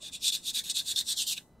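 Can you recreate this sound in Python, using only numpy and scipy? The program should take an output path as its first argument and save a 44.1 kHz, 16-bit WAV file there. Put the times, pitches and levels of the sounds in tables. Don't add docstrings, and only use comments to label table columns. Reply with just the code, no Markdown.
import sys
import numpy as np
from scipy import signal
from scipy.fft import rfft, irfft, next_fast_len
from scipy.io import wavfile
from scipy.ndimage import map_coordinates

SR = 44100
rng = np.random.default_rng(int(sys.argv[2]) if len(sys.argv) > 2 else 0)


def to_wav(s):
    ch = np.atleast_2d(s).T
    pcm = np.round(np.clip(ch, -1, 1) * 32767)
    wavfile.write(sys.argv[1], SR, pcm.astype(np.int16))


N = 70560


def amp(db):
    return 10 ** (np.asarray(db) / 20)


def unit(x):
    return x / np.sqrt(np.mean(x ** 2) + 1e-20)


def along(points, hz):
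    freqs, values = np.transpose(points)
    return np.interp(np.log(hz + 1), np.log(freqs + 1), values)


def filtered(x, response):
    size = next_fast_len(N + SR // 2)
    return irfft(rfft(x, size) * response(np.fft.rfftfreq(size, 1 / SR)), size)[..., :N]


def colour(points):
    return lambda hz: unit(amp(along(points, hz)))


def band(hz, low_hz, high_hz, order):
    return 1 / np.sqrt((1 + (low_hz / (hz + 1)) ** (2 * order)) * (1 + (hz / high_hz) ** (2 * order)))


def ringing(modes, low_hz, high_hz):
    def response(hz):
        gain = sum((-1) ** k * amp(db) * 1j * hz * width / (pitch ** 2 - hz ** 2 + 1j * hz * width)
                   for k, (pitch, width, db) in enumerate(modes))
        gain *= band(hz, low_hz, high_hz, order=30)
        return gain / np.sqrt(np.mean(abs(gain) ** 2))
    return response


def stroke_levels(rise_curve=1.42, fall_curve=0.81):
    # rasp_db, ring_db, upper_ring_db, fizz_db, flex_db, body_db
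    strokes = [ (0.000, 0.025, 0.062, .026, -48, -44, -57, -63.5, -58.5, -65),
               (0.112, 0.024, 0.026, 0.036, -44, -42.5, -48, -57.5, -50.5, -70),
               (0.207, 0.046, 0.041, 0.024, -31, -32.5, -32, -42, -44.5, -62),
               (0.31, 0.02, 0.029, 0.047, -35.5, -36, -37.5, -44.5, -47.5, -58),
               (0.422, .056, 0.028, 0.023, -36.5, -37, -39.5, -46, -51, -62),
               (0.526, 0.028, 0.041, 0.039, -35, -36.5, -36.5, -43.5, -48, -53.5),
               (0.634, 0.0062, 0.057, .010, -45, -46, -49, -52, -56.5, -59),
               (0.695, 0.0039, 0.017, 0.019, -33, -39, -38, -49, -52, -59),
               (0.731, 0.032, 0.034, 0.044, -34, -36, -32.5, -44.5, -48, -56),
               (0.837, 0.047, 0.036, 0.043, -36, -38.5, -37, -45, -53, -56),
               (0.948, 0.019, .044, 0.028, -36, -38.5, -32.5, -43.5, -52, -54),
               (1.046, 0.048, 0.034, 0.029, -32.5, -38, -34, -44.5, -52.5, -56),
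               (1.152, 0.028, 0.047, 0.043, -32.5, -37.5, -39, -44, -38, -62.5),
               (1.256, 0.019, 0.058, 0.028, -33.5, -42, -35.5, -40.5, -40, -69.5),
               (1.352, 0.02, .004, 0.036, -46.5, -42, -48.5, -52, -44, -55)]
    swell_db = [24.46, 26.95, 27.1, 28.3, 23.2, 20.92]
    t, power = np.arange(N) / SR, 0
    for start, rise, hold, fall, *levels_db in strokes:
        before = np.maximum((start + rise - t) / rise, 0)
        after = np.maximum((t - start - rise - hold) / fall, 0)
        slack = before ** rise_curve + after ** fall_curve
        power += amp(np.array(levels_db)[:, None] - np.outer(swell_db, slack)) ** 2
    return np.sqrt(power)


def chatter(depth_db, knots_per_s):
    knots = rng.standard_normal(N // 8)
    wobble = map_coordinates(knots, [np.arange(N) * knots_per_s / SR], mode="wrap")
    return unit(amp(depth_db * wobble))


def slips(per_s=12000, spread_db=2.5):
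    impulses = (rng.random(N) < per_s / SR) * np.sign(rng.standard_normal(N))
    return unit(impulses * amp(spread_db * rng.standard_normal(N)))


def patchy(x, depth_db=2.5, patch_hz=513, patch_s=0.038):
    hz, t, spectrum = signal.stft(x, SR, nperseg=256)
    grid = np.meshgrid(hz / patch_hz, t / patch_s, indexing="ij")
    patches = map_coordinates(rng.standard_normal((100, 200)), grid, mode="wrap")
    return signal.istft(spectrum * unit(amp(depth_db * patches)), SR, nperseg=256)[1][:N]


def coating(rasp_slips, fizz_slips):
    # freq_hz, relative_db
    rasp = [(2500, -30), (3250, -1.5), (3450, -0.5), (4400, 1), (5200, 3), (5800, -0.5), (6200, -2.5),
            (6600, 5), (6950, -0.5), (7600, 5), (8700, 2), (9400, -2), (10300, -10), (11000, -21.5),
            (13400, -40)]
    # freq_hz, relative_db
    fizz = [(3000, -45.5), (9500, -14), (10400, -3.5), (11200, 5), (12000, 1.5), (12400, 3), (13400, -1),
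            (15400, -7), (16000, -27)]
    return patchy(filtered(rasp_slips, colour(rasp)) + filtered(fizz_slips, colour(fizz)))


def ruler(main_force, upper_force, edge_force, high_db=-9):
    # pitch_hz, width_hz, relative_db
    main_modes = [(3461, 90, -1.5), (3494, 78, -1), (3580, 120, -2.5), (3716, 95, 0), (3754, 156, -2.5)]
    # pitch_hz, width_hz, relative_db
    upper_modes = [(3682, 190, -1.5), (3895, 180, 2), (4058, 74, 0.5), (4275, 150, 2), (4408, 210, -4),
                   (4543, 170, -3)]
    # pitch_hz, width_hz, relative_db
    high_modes = [(4975, 90, 6.5), (5700, 250, 10), (5940, 160, 14), (6510, 120, -1.5), (7000, 90, -4.5),
                  (7970, 90, 1), (7040, 150, 12.5), (7830, 140, -13), (8240, 240, 11.5), (9175, 43, 13.5),
                  (8690, 140, 2)]
    main = filtered(slips() * main_force, ringing(main_modes, low_hz=3254, high_hz=4300))
    upper = filtered(slips() * upper_force, ringing(upper_modes, low_hz=3500, high_hz=4870))
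    high = filtered(slips() * edge_force, ringing(high_modes, low_hz=4600, high_hz=9500))
    return main + upper + amp(high_db) * high


def card_flex(half_width_hz=318):
    # time_s, pitch_hz
    flex_pitch = [(0, 2723), (.54, 2750), (0.587, 2650), (0.616, 1950), (0.651, 2780), (1.129, 2860),
                  (1.17, 3664), (1.199, 3090), (1.24, 2946), (1.273, 3196), (1.308, 3050), (1.34, 2650),
                  (1.38, 2810)]
    pitch = np.interp(np.arange(N) / SR, *np.transpose(flex_pitch))
    phase = 2 * np.pi * np.cumsum(pitch) / SR
    noise = filtered(rng.standard_normal((2, N)), lambda hz: band(hz, 0, half_width_hz, order=4))
    return unit(noise[0] * np.cos(phase) + noise[1] * np.sin(phase))


def card_body(drive, level, lag_s=0.014):
    # freq_hz, relative_db
    body = [(60, -12.5), (200, -7.5), (600, -18), (1000, -12), (1400, -14), (1540, 2), (1850, -2),
            (2200, -6), (4000, -14.5)]
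    late_level = np.interp(np.arange(N) - lag_s * SR, np.arange(N), level)
    return filtered(drive * late_level, colour(body))


def scraping(upper_snag_db=-10.5):
    rasp, ring, upper, fizz, flex, body = stroke_levels()
    snag_rasp, snag_ring, snag_flex = snag_levels()
    grip = chatter(depth_db=0.5, knots_per_s=770)
    ring_grip = chatter(depth_db=1.4, knots_per_s=385)
    edge_force = rasp * grip + snag_rasp
    main_force = ring * ring_grip + snag_ring
    upper_force = upper * ring_grip + amp(upper_snag_db) * snag_ring
    flakes = slips()
    hiss = coating(flakes * edge_force, slips() * fizz * grip)
    metal = ruler(main_force, upper_force, edge_force)
    card = card_flex() * (flex * grip + snag_flex) + card_body(flakes * grip, body)
    return hiss + metal + card


def room(x):
    # freq_hz, t60_s
    decay = [(200, 0.3), (3000, 0.15), (8000, 0.35), (15000, 0.45)]
    hz, t, spectrum = signal.stft(rng.standard_normal(SR // 3), SR, nperseg=256)
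    fade = amp(-60 * t / along(decay, hz)[:, None])
    tail = signal.istft(spectrum * fade, SR, nperseg=256)[1]
    return signal.fftconvolve(x, tail / np.linalg.norm(tail))[:N]


def room_tone(rumble_db=-60, side_db=-19):
    # freq_hz, relative_db
    rumble = [(25, -10.5), (70, -4), (110, -7), (220, -4), (420, -14), (900, -20), (1300, -25.5),
              (2200, -38.5), (6000, -40), (12000, -48), (15000, -45.5)]
    # pitch_hz, level_db
    tones = [(2000, -82), (3000, -92), (4000, -87), (10000, -93.5)]
    mid, side = filtered(rng.standard_normal((2, N)), colour(rumble)) * amp(rumble_db)
    whine = sum(np.sqrt(2) * amp(db) * np.sin(2 * np.pi * hz * np.arange(N) / SR) for hz, db in tones)
    return mid + whine, amp(side_db) * side


def knock(start_s=0.03, pitch_hz=615, level_db=-51.5, decay_s=0.01):
    age = np.maximum(np.arange(N) / SR - start_s, 0)
    return amp(level_db) * np.sin(2 * np.pi * pitch_hz * age) * np.exp(-age / decay_s)


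def snag_levels(rise_s=0.00061, decay_s=0.0017):
    # peak_s, rasp_db, ring_db, flex_db
    snags = [(0.245, -51, -43, -38), (0.281, -26, -26, -55), (.300, -32, -24.5, -51),
             (0.323, -48, -26, -55), (0.351, -37, -28.5, -45), (0.698, -29, -28, -44),
             (.769, -33, -30.5, -57), (.915, -36.5, -28, -48.5), (.961, -35, -24, -45),
             (.980, -34.5, -28, -53), (0.989, -31.5, -23, -44), (1.28, -38, -34, -42),
             (1.379, -41.5, -31, -28)]
    t = np.arange(N) / SR
    burst = lambda age: np.exp(-np.maximum(age / decay_s, -age / rise_s))
    return sum(np.outer(amp(levels_db), burst(t - peak_s)) for peak_s, *levels_db in snags)


def scene(room_db=-22.5):
    # freq_hz, level_db
    spread = [(2500, -24), (4000, -20.5), (8000, -17.5), (13000, -19.5)]
    direct = scraping() + knock()
    mid, side = room_tone()
    mid = mid + direct + amp(room_db) * room(direct)
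    side = side + filtered(room(direct), lambda hz: amp(along(spread, hz)))
    return np.array([mid + side, mid - side])


def record(dry, top_hz=15750):
    return filtered(dry, lambda hz: hz < top_hz)


dry = scene()
out = record(dry)
to_wav(out)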